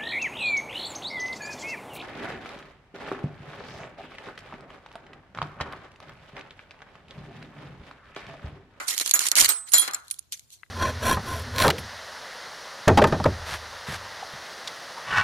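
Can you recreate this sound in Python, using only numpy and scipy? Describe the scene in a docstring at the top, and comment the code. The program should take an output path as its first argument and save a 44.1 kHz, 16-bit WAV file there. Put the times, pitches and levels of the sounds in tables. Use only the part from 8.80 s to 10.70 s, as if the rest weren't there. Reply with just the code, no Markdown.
"""Loose steel clamp hardware on a pipe is turned over by hand, outdoors and close up.
Throughout, scraping threads are noise of tiny clicks in still air; a saddle clinks as a sum of dying modes,
and knocks ring the pipe's low modes over a noisy frame. Dead ticks follow as milliseconds of noise,
then a U-bolt clinks, a low thud swells and a washer clinks, each small part with modes of its own.
The parts settle with a few scattered clicks and one soft tap; faint dense reflections follow the steel."""
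import sys
import numpy as np
from scipy import signal
from scipy.fft import rfft, irfft
from scipy.io import wavfile

SR = 44100
rng = np.random.default_rng(int(sys.argv[2]) if len(sys.argv) > 2 else 0)


def log_audio(samples):
    """Write samples as a 16-bit WAV file to the path given in sys.argv[1]."""
    # one column per channel
    frames = np.atleast_2d(samples).T
    # limit to full scale, then quantise
    limited = np.clip(frames, -1, 1)
    pcm = np.round(limited * 32767).astype(np.int16)
    wavfile.write(sys.argv[1], SR, pcm)


N = 83790  # samples
T = np.arange(N) / SR  # seconds
HZ = np.maximum(np.fft.rfftfreq(2 * N, 1 / SR), 1)  # bins of the zero-padded spectrum
CUTOFF_HZ = 14800
RELEASE_S = 1.29  # the hardware stops rubbing on the pipe
ROD_OFF_DB_PER_OCTAVE, PLATE_OFF_DB_PER_OCTAVE = 39, 18.5  # mode loss away from the best excited pitch


def from_db(db):
    """Level to amplitude: 20 dB is a factor of ten."""
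    return 10 ** (np.asarray(db) / 20)


def at_hz(points):
    """Spectral interpolation: levels in dB joined by straight lines on a log-frequency axis."""
    hz, db = np.transpose(points)
    return np.interp(np.log(HZ), np.log(hz), db)


def panned(db):
    """Constant-power panning: left and right gains for a level difference, left minus right."""
    gains = from_db(np.array([[.5], [-.5]]) * db)
    return gains / np.sqrt(np.mean(gains ** 2, axis=0))


def coloured(x, points, sides=1):
    """Linear filtering: multiply spectra, with a gain that keeps the power of white noise."""
    gain = from_db(at_hz(points))
    gain = gain / np.sqrt(np.mean(gain ** 2))
    return irfft(rfft(x, 2 * N) * sides * gain)[..., :N]


def dying(t60):
    """Exponential decay of a damped vibration, 60 dB down after t60 seconds."""
    return np.exp(-np.log(1000) * T[:int(2 * t60 * SR) + 2] / t60)


def burst(t60):
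    """Decaying noise: a dense response with independent sides, each of unit energy."""
    fall = dying(t60)
    x = rng.standard_normal((2, N))[:, :len(fall)] * fall
    return x / np.sqrt(np.sum(x ** 2, axis=1, keepdims=True))


def add(out, s, x):
    """Superposition: mix a sound in at s seconds."""
    i = max(int(s * SR), 0)
    out[:, i:i + x.shape[1]] += x[:, :N - i]


def ring(hz, t60, pan_db):
    """Damped modal vibration: one decaying sine, reaching each side at a phase of its own."""
    fall = dying(t60)
    right_lag = rng.uniform(-1.3, -.6) * np.pi / 2
    phase = 2 * np.pi * rng.random() + np.array([[0], [1]]) * right_lag
    return panned(pan_db) * fall * np.sin(2 * np.pi * hz * T[:len(fall)] + phase)


def clinks(modes, strikes, off_db_per_octave):
    """Modal synthesis: the contact point favours some modes; a tight grip shortens and sharpens the ring."""
    grip_sharpens = 0.037  # rise in pitch, as a share, that a full grip approaches
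    out = np.zeros((2, N))
    for s, db, best_hz, share in strikes:
        sharpening = 1 + grip_sharpens * max(1 - share, 0) ** 3
        for hz, mode_db, t60, pan_db in modes:
            loss_db = off_db_per_octave * abs(np.log2(hz / best_hz))
            mode = ring(hz * sharpening, t60 * share, pan_db)
            add(out, s, from_db(db + mode_db - loss_db) * mode)
    no_bass = signal.butter(2, 2000, "high", fs=SR, output="sos")  # small parts radiate no bass
    return signal.sosfilt(no_bass, out)


def wander(step_s):
    """Random modulation: straight lines between normal values of unit spread, a new one at every step."""
    moments = np.arange(0, T[-1] + step_s, step_s)
    return np.interp(T, moments, rng.standard_normal(len(moments)))


def sliding():
    """Stick-slip friction: threads and edges slip in chattering clumps of clicks, each scratch its own colour."""
    # Steel sliding on steel. 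Each row: time in seconds, relative level in dB.
    slide_level = [(0, -44), (.064, -53.5), (.084, -26), (.125, -33.5), (.19, -40.5), (.212, -23),
                   (.238, -45), (.272, -29), (.306, -41), (.335, -47.5), (.355, -28), (.385, -43.5),
                   (.414, -25.5), (.433, -33), (.472, -26.5), (.506, -50), (.526, -36), (.547, -62),
                   (.563, -22.5), (.613, -21), (.632, -24), (.66, -20.5), (.674, -40), (.692, -22),
                   (.745, -43), (.85, -65.5), (.888, -45.5), (.912, -60.5), (.941, -24), (.966, -28),
                   (.986, -26), (.998, -32.5), (1.07, -42), (1.082, -30), (1.102, -66.5), (1.165, -47.5),
                   (1.22, -67), (1.33, -55.5), (1.51, -78.5), (1.528, -31.5), (1.562, -54), (1.69, -71),
                   (1.735, -48.5), (1.775, -64.5), (1.9, -76)]
    slips_per_s, slide_db = 20000, 1
    chatter_s, chatter_db = .002, 2.5  # swing of the slips from one clump to the next
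    scratch_s, scratch_db = .012, 4.5  # swing of each band from one scratch to the next
    slips = (rng.random(N) < slips_per_s / SR) * from_db(chatter_db * wander(chatter_s))
    spectrum = rfft(slips * rng.standard_normal((2, N)), 2 * N)
    grain = 0
    centres, width = np.linspace(0, CUTOFF_HZ, 30, retstep=True)
    for hz in centres:
        triangle = np.maximum(1 - abs(HZ - hz) / width, 0)
        band = irfft(spectrum * triangle)[:, :N]
        grain = grain + band * from_db(scratch_db * wander(scratch_s))
    level_db = slide_db + np.interp(T, *np.transpose(slide_level))
    return from_db(level_db) * grain / grain.std()


def clamp(x):
    """Resonance by convolution: every contact briefly rings the tightly held clamp."""
    # Short resonances of the assembled clamp. Each entry: frequency in Hz.
    clamp_hz = [2512, 3718, 4200, 4554, 6172, 6686, 7094, 8442, 9778, 10624, 11433, 12500]
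    t60_s, clamp_db = 0.019, -11
    body = sum(ring(hz, t60_s, 0) for hz in clamp_hz)
    body = body / np.sqrt(np.sum(body ** 2, axis=1, keepdims=True))
    return x + from_db(clamp_db) * signal.fftconvolve(x, body, axes=1)[:, :N]


def contacts(slide, hits):
    """Source, resonator and radiation: slips and ticks ring the clamp, and are coloured and placed."""
    # Colour of a hard contact. Each row: frequency in Hz, relative level in dB.
    contact_colour = [(200, -67.5), (700, -33.5), (1600, -17), (2600, -5.5), (4100, 1.5), (5400, -0.5),
                      (7000, 0), (10500, -2), (15000, -14)]
    # Extra lean of the treble. Each row: frequency in Hz, left minus right in dB.
    treble_lean = [(1300, 4.5), (2400, -11.5), (4400, 5), (8000, -4.5), (14000, -9.5)]
    # Where the contact sits, before that lean. Each row: time in seconds, left minus right in dB.
    place = [(.3, -4), (.6, -2.5), (.94, 0), (.98, 3.5), (1.52, 2)]
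    placed = panned(np.interp(T, *np.transpose(place))) * clamp(slide + hits)
    return coloured(placed, contact_colour, panned(at_hz(treble_lean)))


def yard(steel):
    """Diffuse reflection: convolution with a short decaying noise gives faint echoes from the yard."""
    t60_s, yard_db = 0.053, -19.5
    return from_db(yard_db) * signal.fftconvolve(steel, burst(t60_s), axes=1)[:, :N]


def still_air():
    """Stationary background noise: white noise filtered to a mostly low colour."""
    # Colour of the air. Each row: frequency in Hz, relative level in dB.
    air_colour = [(20, -26.5), (65, 2), (115, 0.5), (200, -11), (1000, -19.5), (14000, -28.5)]
    return from_db(-66.5) * coloured(rng.standard_normal((2, N)), air_colour)


def pipe(slide):
    """Modal excitation: knocks ring the pipe's low modes; knocks and rubbing sound the frame behind it."""
    # The pipe's modes. Each row: frequency in Hz, relative level in dB, t60 in seconds.
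    pipe_modes = [(576, -6, .2), (775, -4, .24), (1222, -1, .3), (1292, -2, .42), (1410, -1, .35),
                  (2050, -1, .22)]
    # Dense wash of the frame behind the pipe. Each row: frequency in Hz, relative level in dB.
    frame_colour = [(130, -56), (270, -4.5), (450, -9), (800, -5.5), (1350, -1), (2050, 0.5), (2700, -6),
                    (14000, -45.5)]
    # Knocks that reach the pipe. Each row: start in seconds, relative level in dB.
    knocks = [(.001, -35.5), (0.339, -31.5), (.518, -39), (.603, -35), (.69, -34), (.938, -31.5),
              (1.02, -35.5), (1.077, -34), (1.135, -43)]
    pipe_db, rub_db = -8, -11.5
    frame_db, frame_t60_s = 3, 0.16
    tail_db, tail_t60_s = -3.5, 0.5  # the frame's middle register outlasts the rest of its wash
    tube, tail = np.zeros((2, 2, N))
    frame = from_db(rub_db) * slide * (T < RELEASE_S)
    for s, db in knocks:
        for layer, level_db, t60 in ((frame, frame_db, frame_t60_s), (tail, tail_db, tail_t60_s)):
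            fall = dying(t60)
            noise = rng.standard_normal((2, N))[:, :len(fall)]
            add(layer, s, from_db(db + level_db) * fall * noise)
        for hz, mode_db, t60 in pipe_modes:
            strike_db = rng.normal(0, 2.5)  # each knock weights the modes anew
            add(tube, s, from_db(db + pipe_db + mode_db + strike_db) * ring(hz, t60, 0))
    middle = coloured(tail, [(400, -25), (1400, -2.5), (3500, -39.5)])
    return tube + coloured(frame, frame_colour) + middle


def saddle():
    """Plate modes: the loose flat saddle clinks with many close partials."""
    # Each row: frequency in Hz, relative level in dB, free t60 in seconds, left minus right in dB.
    saddle_modes = [(3898, -12, .2, 0), (4100, -3, .27, 5), (5329, -5, .09, 0), (7097, 0, .12, 1),
                    (7403, -13, .15, -3), (7828, -13, .11, -3), (10020, -11, .13, -8), (11430, 1, .1, -13),
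                    (12330, -7, .07, -12), (13190, -6, .12, -10)]
    # Each row: start in seconds, relative level in dB, best excited pitch in Hz, share of the free ring time.
    strikes = [(.001, -35, 6600, 0.5), (.351, -16, 7500, 1), (.937, -5.5, 7500, 1.2),
               (0.943, -21, 4280, 1.5), (1.016, -20, 8500, 0.99), (1.135, -21.5, 6850, 0.28),
               (1.146, -13.5, 7200, 0.18)]
    return clinks(saddle_modes, strikes, PLATE_OFF_DB_PER_OCTAVE)


def ticks():
    """Heavily damped impact: parts held tight hit each other and die within milliseconds."""
    # Dead ticks. Each row: start in seconds, relative level in dB.
    tick_hits = [(.176, -33.5), (0.1791, -15.5), (.188, -23.5), (0.1992, -18), (.261, -18.5),
                 (0.277, -19.5), (0.294, -21), (0.3116, -11), (0.3377, -21), (0.3926, -12.5), (0.4673, -16),
                 (.486, -16), (.516, -9.5), (.555, -13.5), (0.5664, -15), (0.5846, -11.5), (.602, -6),
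                 (0.6085, -7.5), (0.6133, -6), (0.646, -11), (0.657, -25), (0.6903, -18), (0.9195, -27),
                 (0.936, -9.5), (.984, -17.5), (1.078, -28.5), (1.111, -31), (1.136, -32.5), (1.149, -31),
                 (1.2817, -40.5), (1.3021, -35), (1.311, -28.5), (1.3143, -25), (1.342, -38.5),
                 (1.388, -39.5), (1.523, -24.5), (1.575, -45), (1.5945, -38), (1.704, -44.5)]
    t60_s, tick_db = 0.0086, 19
    out = np.zeros((2, N))
    for s, db in tick_hits:
        add(out, s, from_db(db + tick_db) * burst(t60_s))
    return out


def thock(hits):
    """Band-pass response: ticks on the heavy pipe jolt it, adding a brief, dull body until the release."""
    band = signal.butter(2, (249, 1510), "band", fs=SR, output="sos")  # Hz
    once = signal.sosfilt(band, hits * (T < RELEASE_S))
    return from_db(-11.5) * signal.sosfilt(band, once)


def u_bolt():
    """Rod modes: the loose bent rod clinks with a few wide-spaced partials."""
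    # Each row: frequency in Hz, relative level in dB, free t60 in seconds, left minus right in dB.
    rod_modes = [(3325, -5, .2, -9), (6682, -2, .05, -11), (9420, -1, .13, -18), (12210, -4, .1, -19)]
    # Each row: start in seconds, relative level in dB, best excited pitch in Hz, share of the free ring time.
    strikes = [(.338, -4.5, 6682, 1.06), (.3385, -3.5, 11300, .85), (.689, -10, 9420, 0.2),
               (.889, -36, 9420, 1.6), (.9205, -19, 9420, 3), (.939, -23, 3325, 1.44),
               (.98, -13.5, 3325, 1.05), (0.982, 1, 11000, .28), (0.9955, -6, 9420, 0.97),
               (1.311, -11.5, 9420, 0.09), (1.313, -26.5, 10000, 0.99), (1.392, -10.5, 8200, 0.074)]
    return clinks(rod_modes, strikes, ROD_OFF_DB_PER_OCTAVE)


def bump():
    """Low-frequency impact noise: a handling thud, to the right, swells and decays under the hardest rattle."""
    # Colour of the thud. Each row: frequency in Hz, relative level in dB.
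    bump_colour = [(20, -10), (60, -13), (120, -9), (600, -56)]
    start_s, rise_s, t60_s = .608, 0.015, 0.28
    age = T - start_s
    rise = np.clip(age / rise_s, 0, 1)
    fall = np.exp(-np.log(1000) * np.maximum(age - rise_s, 0) / t60_s)
    rumble = coloured(rng.standard_normal((2, N)), bump_colour)
    return from_db(-41) * panned(db=-19.0) * rise * fall * rumble


def washer():
    """Plate modes: the loose washer clinks once with a few high partials."""
    # Each row: frequency in Hz, relative level in dB, free t60 in seconds, left minus right in dB.
    washer_modes = [(4129, 10, .13, 0), (8093, 4, .52, -11), (9814, -7, .11, -8), (13600, 11, .085, -18)]
    # Each row: start in seconds, relative level in dB, best excited pitch in Hz, share of the free ring time.
    strikes = [(0.6907, -15.5, 10230, 0.77)]
    return clinks(washer_modes, strikes, PLATE_OFF_DB_PER_OCTAVE)


def taps():
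    """Strongly damped modes: a soft, hollow tap and its rebound, to the left."""
    # Each row: start in seconds, relative level in dB.
    tap_hits = [(1.833, -35), (1.863, -60)]
    # Each row: frequency in Hz, relative level in dB, t60 in seconds.
    tap_modes = [(1350, -3, .009), (1650, 0, .016), (2000, 2, .018), (2550, -7, .012)]
    pan_db = 9.5  # left minus right
    out = np.zeros((2, N))
    for s, db in tap_hits:
        for hz, mode_db, t60 in tap_modes:
            fall = dying(t60)
            tone = fall * np.sin(2 * np.pi * hz * T[:len(fall)])
            add(out, s, from_db(db + mode_db) * panned(pan_db) * tone)
    hollow = signal.butter(2, [1100, 3400], "band", fs=SR, output="sos")
    return signal.sosfilt(hollow, out)


def scene():
    """Superposition: the hardware, faint reflections from the yard and still air."""
    slide, hits = sliding(), ticks()
    parts = saddle() + u_bolt() + washer()
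    steel = contacts(slide, hits) + thock(hits) + parts + taps()
    return steel + yard(steel) + pipe(slide) + bump() + still_air()


def record(dry):
    """Clipping and band limitation: the loudest peaks overload and the top is cut."""
    low_pass = signal.ellip(8, .3, 60, CUTOFF_HZ, fs=SR, output="sos")
    return signal.sosfilt(low_pass, np.clip(dry, -.88, .88))


dry = scene()
out = record(dry)
log_audio(out)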